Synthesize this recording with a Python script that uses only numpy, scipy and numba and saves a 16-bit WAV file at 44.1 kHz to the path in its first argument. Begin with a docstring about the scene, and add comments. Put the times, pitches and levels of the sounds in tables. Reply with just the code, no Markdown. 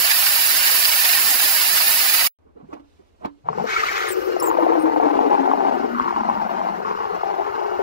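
"""Steaming milk in a home kitchen.

An espresso machine's steam wand blows a turbulent jet into open air, and the sound breaks off.
Then a steel pitcher is knocked into place and the valve opens. The tip tears air into the surface,
squeaks a few times and sinks, while condensing steam bubbles collapse in the milk with a hollow rumble."""
import sys
import numpy as np
from scipy import signal
from scipy.fft import rfft, irfft
from scipy.io import wavfile
from numba import njit

SR = 44100
rng = np.random.default_rng(int(sys.argv[2]) if len(sys.argv) > 2 else 0)


def file_out(sig):
    """Save sig as 16-bit WAV at sys.argv[1]."""
    # one column per channel
    cols = np.atleast_2d(sig).T
    # limit, then scale
    lim = np.clip(cols, -1, 1)
    pcm = np.round(lim * 32767).astype(np.int16)
    wavfile.write(sys.argv[1], SR, pcm)


N = 344862
T = np.arange(N) / SR
HZ = np.maximum(np.fft.rfftfreq(N, 1 / SR), 1)
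JET_END_S, PITCHER_SCENE_S, VALVE_S = 2.272, 2.388, 3.45
TEAR_S, TEAR_LENGTH_S, SINK_S = 3.655, 0.43, 4.3

# Implosions of the largest steam bubbles: start_s, level_db, pitch_hz
COLLAPSES = [(3.487, -5.5, 965), (3.53, -17, 1050), (3.576, -16, 452), (3.598, -13.5, 780),
             (3.641, -13.5, 470), (4.365, -12, 700), (4.513, -7, 1034), (4.586, -5, 631), (4.665, -5, 678),
             (4.721, -8, 845), (4.961, -5, 850), (4.999, -5.5, 777), (5.098, -13, 840), (5.19, -3, 823),
             (5.476, -5, 814), (5.514, -4.5, 1000), (5.535, -3, 810), (5.597, -15, 760), (5.651, -17, 760),
             (5.71, -11.5, 723), (5.998, -5.5, 1097), (6.162, -8.5, 980), (6.25, -13, 810),
             (6.289, -5.5, 870), (6.298, -5.5, 965), (6.615, -11, 935), (7.234, -14, 707),
             (7.79, -17.5, 530)]


def amp(db):
    """Decibels to amplitude ratio."""
    return 10 ** (np.asarray(db) / 20)


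def rms_one(x):
    """Normalise to unit rms."""
    return x / np.sqrt(np.mean(x ** 2) + 1e-20)


def at_hz(points):
    """Interpolate a table over log frequency at every bin."""
    hz, value = np.transpose(points)
    return np.interp(np.log(HZ), np.log(np.maximum(hz, 1)), value)


def drift(rate_hz):
    """Random modulation: low-passed noise of unit spread."""
    r = np.exp(-80 * np.pi * rate_hz / SR)
    slow = signal.lfilter([1], [1, -2 * r, r * r], rng.standard_normal(N // 40 + 2002))[2000:]
    return np.interp(np.arange(N) / 40, np.arange(len(slow)), rms_one(slow))


def coloured(x, gain):
    """Spectral shaping to unit rms."""
    return rms_one(irfft(rfft(x) * gain, N))


def lumpy_noise(spread_db, rate_hz):
    """White noise under random amplitude modulation."""
    return rng.standard_normal(N) * amp(spread_db * drift(rate_hz))


def highpass(x, hz):
    """Second-order roll-off below hz."""
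    return signal.sosfilt(signal.butter(2, hz, "high", fs=SR, output="sos"), x)


def burst(start_s, length_s, attack_s, t60_s):
    """Envelope: linear rise, hold, exponential decay."""
    decay = amp(-60 * np.maximum(T - start_s - length_s, 0) / t60_s)
    return np.clip((T - start_s) / attack_s, 0, 1) * decay


def ring(drive, hz, t60_s):
    """Damped resonator: a unit impulse starts a sine of height 1."""
    r, w = amp(-60 / (t60_s * SR)), 2 * np.pi * hz / SR
    return signal.lfilter([0, np.sin(w)], [1, -2 * r * np.cos(w), r * r], drive + 1e-18)


@njit
def moving_ring(x, cos_w, r):
    """Two-pole resonator with a moving centre frequency."""
    y = np.zeros(len(x))
    for i in range(2, len(x)):
        y[i] = x[i] - x[i - 2] + 2 * r * cos_w[i] * y[i - 1] - r * r * y[i - 2]
    return y


def stereo_field(x, phase, balance, coherence):
    """Direct and diffuse sound at two microphone ports; the reflections shift as the microphone sways."""
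    hz, lead = np.transpose(phase)
    share = np.clip(at_hz(coherence), 0, 1)
    bands_hz = np.arange(0, SR, 60)
    lags_s = 0.014 * rng.random((4, len(bands_hz)))   # each band returns with its own delay
    turn = np.cumsum([np.interp(HZ, bands_hz, lag) for lag in lags_s], axis=1) * 2 * np.pi * SR / N
    scatter = np.exp(-1j * turn).reshape(2, 2, -1)
    spectrum = rfft(x) * amp(at_hz(balance) * [[.5], [-.5]])
    port_phase = [np.ones(len(HZ)), np.exp(-1j * np.interp(HZ, hz, lead))]
    direct = irfft(spectrum * np.sqrt(share) * port_phase, N)
    here, there = irfft(spectrum * np.sqrt(1 - share) * scatter, N)
    sway = 3.02 * np.array([drift(3.3), drift(4.26)])
    return direct + np.cos(sway) * here + np.sin(sway) * there


def steam_jet():
    """Turbulent noise filtered by cavity resonances; water drops make the middle range sputter."""
    # Jet spectrum: frequency_hz, level_db
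    colour = [(40, -47.5), (236, -18.5), (399, -17), (452, -21), (625, -8), (1500, -4.5), (2940, -1.5),
              (3250, -7.5), (4730, -1.5), (5780, -9), (8410, -7.5), (11900, -1.5), (15700, -7.5)]
    # Nozzle and drip tray resonances: centre_hz, width_hz, level_db
    cavities = [(1790, 130, -6), (4930, 60, -7), (5315, 85, -5), (10650, 250, -8.5), (11790, 110, -2.5),
                (15520, 250, 2.5)]
    # Drops flashing to steam: start_s, level_db
    spurts = [(0.043, 5.5), (0.101, 7.5), (0.256, 7.5), (0.6674, 8), (0.7094, 4.5), (0.842, 7.5),
              (1.046, 6.5), (1.085, 5), (1.123, 4.5)]
    peaks = sum(amp(db) ** 2 / (1 + (2 * (HZ - hz) / width) ** 2) for hz, width, db in cavities)
    gain = amp(at_hz(colour)) * np.sqrt(1 + 9.3 * peaks)
    wet = 1 / (1 + (HZ / 6000) ** 4) / (1 + (900 / HZ) ** 2)
    level = amp(2.1 * np.clip(drift(140), 0, 2) ** 2)
    for s, db in spurts:
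        level += amp(db) * np.exp(-((T - s - .006) / 0.0021) ** 2)
    sputter = rms_one(rng.standard_normal(N) * level)
    hiss = rms_one(lumpy_noise(0.86, 40))
    mix = np.sqrt(wet) * rfft(sputter) + np.sqrt(1 - wet) * rfft(hiss)
    return amp(-15) * rms_one(irfft(mix * gain, N))


def room_tone():
    """Steady low background noise, uncorrelated between the channels."""
    # Background spectrum: frequency_hz, level_db
    colour = [(20, -19), (83, -3.5), (104, -25), (395, -18), (618, -26.5), (15700, -64)]
    return amp(-58.5) * coloured(rng.standard_normal((2, N)), amp(at_hz(colour)))


def scuffing(colour):
    """Friction noise and damped bumps as a hand shuffles the pitcher, with a faint hiss."""
    # Sliding contacts: start_s, length_s, level_db, bump_hz
    scuffs = [(2.45, .04, -59, 414), (2.551, 0.051, -45, 446), (2.624, 0.014, -44, 186),
              (2.684, 0.027, -46.5, 360), (2.721, 0.051, -44, 335), (2.982, 0.014, -51, 400),
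              (3.208, 0.059, -48, 670)]
    friction = coloured(lumpy_noise(2.5, 60), colour)
    level, bumps = amp(-65) * (T > PITCHER_SCENE_S), 0
    for s, length_s, db, hz in scuffs:
        level += amp(db) * burst(s, length_s, 0.024, 0.098)
        bumps += amp(db + 13.5) * burst(s, 0, 0.01189, 0.13) * rms_one(ring(friction, hz, 0.036))
    hiss = coloured(lumpy_noise(2.7, 6), HZ / (1 + (HZ / 3000) ** 3))
    fade_in = np.clip((T - PITCHER_SCENE_S) / 0.33, 0, 1) ** 2
    return highpass(bumps, 170) + level * friction + amp(-69.5) * fade_in * hiss


def knocking(colour):
    """Impacts excite the pitcher's milk-damped modes; each grates in, cracks dully and ticks."""
    # Pitcher striking the machine: time_s, level_db, brightness_hz
    knocks = [(2.731, -40.5, 2590), (2.797, -37, 308), (3.25, -26.5, 1360)]
    # Pitcher modes: pitch_hz, level_db, t60_s
    modes = [(287, -1, 0.28), (318, 0, 0.13), (902, 9.5, 0.061), (1326, 0, 0.065), (2290, -14, 0.059)]
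    times_s, db, bright_hz = np.transpose(knocks)
    at, ringing, contact = np.round(times_s * SR).astype(int), 0, 0
    for hz, mode_db, t60_s in modes:
        impulses = np.zeros(N)
        impulses[at] = amp(db + mode_db + rng.normal(0, 2.3, len(at))) / (1 + (hz / bright_hz) ** 2)
        ringing += ring(impulses, hz, t60_s)
    dull, sharp = (coloured(rng.standard_normal(N), colour * HZ ** tilt) for tilt in (.3, .9))
    for s, size in zip(times_s, amp(db + 5.5) * bright_hz / 2000):
        gap_s = np.abs(T - s)
        crack = np.where(T < s, 0.45 * np.exp(-gap_s / 0.016), np.exp(-gap_s / 0.018))
        tick = amp(3) * np.exp(-gap_s / 0.0026)
        contact += size * (crack * dull + tick * sharp)
    return highpass(ringing, 170) + contact


def whistle():
    """A faint pure tone in a wavering downward glide."""
    # Glide: start_s, length_s, pitch_hz, sag_hz_per_s, level_db
    glides = [(2.81, 0.11, 3897, 1500, -76)]
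    out, waver = 0, amp(0.05 * drift(152))
    for s, length_s, hz, sag, db in glides:
        phase = 2 * np.pi * np.cumsum((hz - sag * (T - s)) * waver) / SR
        out += amp(db) * burst(s, length_s, 0.027, .2) * np.sin(phase)
    return out


def valve(attack_s):
    """Steam flow rises from 0 to 1 as the valve opens."""
    return np.clip((T - VALVE_S) / attack_s + 0.5, 0, 1) ** 2


def slosh():
    """Bulk motion of the milk gives uneven noise near 70 Hz."""
    return amp(-58.5) * coloured(lumpy_noise(6.3, 33), HZ ** 2 / (1 + (HZ / 70) ** 4)) * valve(0.045)


def milk_resonances():
    """Centre frequency and gain of three resonances of the bubbly milk."""
    # Lower two resonances: time_s, deep_db, middle_hz, middle_db
    lower = [(3.45, -40, 456, -45), (3.62, -31, 427, -27.5), (3.72, -58, 422, -33), (4.04, -51, 415, -32),
             (4.12, -28, 443.6, -26.5), (4.6, -20, 476, -23.5), (5.2, -24, 436, -20.5),
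             (5.8, -29, 372, -27), (6.4, -32.5, 326, -35), (6.95, -40.5, 426, -31.5),
             (7.82, -70, 380.5, -29)]
    # Surges of the upper one, which start high and sag: start_s, length_s, pitch_hz, level_db
    surges = [(3.571, 0.021, 807, -26), (4.41, 0.35, 1006, -20.5), (4.84, 0.9, 807, -20),
              (5.939, 0.74, 1173, -22.5), (6.838, 0.56, 1080, -25), (7.441, 0.35, 920, -26.5)]
    times_s, *columns = np.transpose(lower)
    deep_db, middle_hz, middle_db = (np.interp(T, times_s, column) for column in columns)
    climb_hz = 125 + 440 * np.maximum(T - VALVE_S, 0)   # the wand clears
    sink_hz = 391.4 * 2 ** (-np.maximum(T - 4.015, 0) / 2.9)   # the foam grows
    deep_hz = np.minimum(climb_hz, sink_hz)
    upper_hz = rest_hz = 750
    upper_gain = amp(-35.5)
    for s, length_s, hz, db in surges:
        upper_hz += (hz - rest_hz) * (T > s) * np.exp(-np.abs(T - s) / 0.22)
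        upper_gain = np.maximum(upper_gain, amp(db) * burst(s, length_s, 0.014, 1))
    return (deep_hz, amp(deep_db)), (middle_hz, amp(middle_db)), (upper_hz, upper_gain)


def rumble():
    """Shot noise: steam bubbles implode in clumps and drive the resonances of the milk."""
    sizes = amp(3 * np.minimum(rng.exponential(1, N), 3)) * rng.choice([-1, 1], N)
    pops = sizes * (rng.random(N) < 450 * amp(3 * drift(60)) / SR)
    out = 0
    for (hz, gain), width_hz in zip(milk_resonances(), (42.7, 100, 320)):
        drive = rms_one(pops) + 0.26 * rng.standard_normal(N)
        wander = amp(width_hz / 558 * drift(59))   # each clump has its own size
        cos_w = np.cos(2 * np.pi * hz * wander / SR)
        r = np.exp(-np.pi * width_hz / SR)
        out += gain * rms_one(moving_ring(moving_ring(drive, cos_w, r), cos_w, r))
    # The rumble thins while a big bubble grows.
    lull = sum(np.exp(-((T - s) / 0.0052 + 1) ** 2) for s, _, _ in COLLAPSES)
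    return out * valve(.035) * amp(-4.5 * lull)


def fizz():
    """Fine bubbles make noise lifted by wall resonances, brighter until the tip has sunk."""
    # Fizz spectrum: frequency_hz, level_db
    colour = [(710, -27.5), (1200, -1), (1650, -11), (2400, -23), (2900, -25), (3560, -32.5), (5130, -30),
              (8000, -45), (10400, -105)]
    # Pitcher wall resonances: centre_hz, width_hz, lift_db
    wall_modes = [(1473, 52, 3), (2840, 30, 9.5), (4234, 140, 4)]
    # Spectrum of the highest hiss: frequency_hz, level_db
    treble_colour = [(6000, -30), (9500, -10.5), (12000, 0)]
    wall = 1 + sum((amp(db) - 1) / (1 + (2 * (HZ - hz) / width) ** 2) for hz, width, db in wall_modes)
    gain = wall * amp(at_hz(colour))
    deep = amp(-35) * coloured(lumpy_noise(1.8, 40), gain)
    treble = coloured(lumpy_noise(1.8, 30), amp(at_hz(treble_colour)))
    shallow = amp(-34.5) * coloured(lumpy_noise(2.1, 110), gain * HZ ** 0.69)
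    near_surface = burst(VALVE_S, SINK_S - VALVE_S, .01, 0.99)
    swell = np.clip((T - VALVE_S) / 0.32, 0, 1)
    # The treble peaks with the tearing, then settles.
    settling = np.exp(-np.maximum(T - TEAR_S - TEAR_LENGTH_S, 0) / 0.53)
    treble_gain = amp(-59 + 16 * settling) * np.clip((T - VALVE_S) / 0.41, 0, 1) ** 2
    return swell * (deep + near_surface * shallow) + treble_gain * treble


def collapses():
    """A big bubble implodes: a noisy snap, then a few heavily damped cycles."""
    out, t = np.zeros(N), T[:2000]
    grit = coloured(rng.standard_normal(N), HZ / (1 + (HZ / 1500) ** 3))
    for s, db, hz in COLLAPSES:
        i, age = round(s * SR), t * hz / 1.1
        pulse = amp(db) * np.e * age * np.exp(-age) * np.sin(2 * np.pi * hz * t)
        snap = amp(db - 32.5) * np.exp(-t / 0.001)
        out[i:i + len(t)] += pulse[:N - i] + snap[:N - i] * grit[i:i + len(t)]
    return highpass(out, 200)


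def tearing():
    """Air entrainment: the tip rips the surface and gulps pockets of air that ring briefly."""
    # Tearing spectrum: frequency_hz, level_db
    colour = [(700, -24.5), (1240, 6), (1610, 2.5), (2250, 0), (2700, -8), (6650, -17.5), (9300, -34.5),
              (15700, -38.5)]
    # Air pockets: time_s, level_db, pitch_hz
    pockets = [(3.673, -21, 1536), (3.728, -17, 2200), (3.766, -11, 1329), (3.769, -13.5, 2266),
               (3.799, -19, 2052), (3.838, -7, 1250), (3.887, -15, 2220)]
    gulps = sum(amp(db) * np.exp(-((T - s) / 0.0034) ** 2) * np.sin(2 * np.pi * hz * T)
                for s, db, hz in pockets)
    level = burst(TEAR_S, TEAR_LENGTH_S, 0.047, 0.25) * amp(-22.5 - 8 * (T - TEAR_S))
    return level * coloured(lumpy_noise(3, 150), amp(at_hz(colour))) + gulps


def squeaks():
    """Flow-induced oscillation: a milk film across a steam hole sounds a tone, its octave and spray."""
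    # Squeaks at the tip: start_s, length_s, from_hz, to_hz, level_db
    glides = [(4.078, 0.039, 8900, 8900, -36), (4.109, 0.021, 7900, 7540, -37),
              (4.396, 0.0057, 5400, 5390, -28.5), (4.422, .011, 7240, 7640, -31.5),
              (4.437, 0.021, 8700, 8000, -38), (4.453, 0.04, 7550, 7030, -37.5),
              (4.792, 0.042, 8740, 9100, -49.5)]
    out, waver = 0, amp(0.2 * drift(400))
    roughness = amp(4 * drift(250))
    spray = amp(-7) * coloured(rng.standard_normal(N), HZ)
    for s, length_s, from_hz, to_hz, db in glides:
        pitch_hz = np.interp(T, [s, s + length_s], [from_hz, to_hz]) * waver
        phase = 2 * np.pi * np.cumsum(pitch_hz) / SR
        out += amp(db) * burst(s, length_s, 0.0064, 0.037) * (np.sin(phase) + np.sin(2 * phase) + spray)
    return roughness * out


def scene():
    """Superposition in stereo: jet and handling to the right, the milk mostly to the left."""
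    # Phase differences between the ports: frequency_hz, left_lead_rad
    jet_phase = [(0, -6), (5000, 1), (7600, 1.5), (9300, 5), (10800, 1), (12200, 5.5), (14500, 0.5),
                 (15300, -3)]
    pitcher_phase = [(0, 2.8), (150, 0.61), (520, 3.75), (1720, 4.08), (3000, 7.6), (16000, 63)]
    # Level differences: frequency_hz, left_minus_right_db
    jet_balance = [(60, -2.5), (550, -1), (1650, -4), (15000, -5)]
    hand_balance = [(1000, -4)]
    milk_balance = [(60, -18.5), (180, 5), (550, 9), (1650, 1), (15000, 3)]
    # Share of the power that arrives directly: frequency_hz, fraction
    jet_coherence = [(100, 1), (2500, 0.067), (4500, 0.41), (6500, 0.083), (8500, 0.91), (15000, 0.57)]
    pitcher_coherence = [(60, .5), (200, .9), (1300, .95), (2000, .45), (7000, .1)]
    # Spectrum of contact noise: frequency_hz, level_db
    contact_colour = [(80, -19.5), (180, -5), (450, 0), (1100, -6.5), (1700, -23.5), (4000, -41.5),
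                      (9000, -69)]
    contact = amp(at_hz(contact_colour))
    milk = rumble() + collapses() + tearing() + fizz()
    background = room_tone() + slosh()
    handling = knocking(contact) + scuffing(contact) + whistle()
    handling = stereo_field(handling, pitcher_phase, hand_balance, pitcher_coherence)
    jet = stereo_field(steam_jet(), jet_phase, jet_balance, jet_coherence) * (T < PITCHER_SCENE_S)
    milk = stereo_field(milk, pitcher_phase, milk_balance, pitcher_coherence)
    return jet + handling + milk + squeaks() * amp([[2.5], [-2.5]]) + background


def record(dry):
    """A short silence parts the two scenes; saturation rounds the peaks and a low-pass cuts the top."""
    fall = amp(-np.maximum(T - JET_END_S, 0) * 2100)
    gate = np.where(T < PITCHER_SCENE_S, fall, 1)
    rounded = 1.5 * np.tanh(gate * dry / 1.5)
    return signal.sosfilt(signal.ellip(12, .5, 60, 15740, fs=SR, output="sos"), rounded)


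dry = scene()
out = record(dry)
file_out(out)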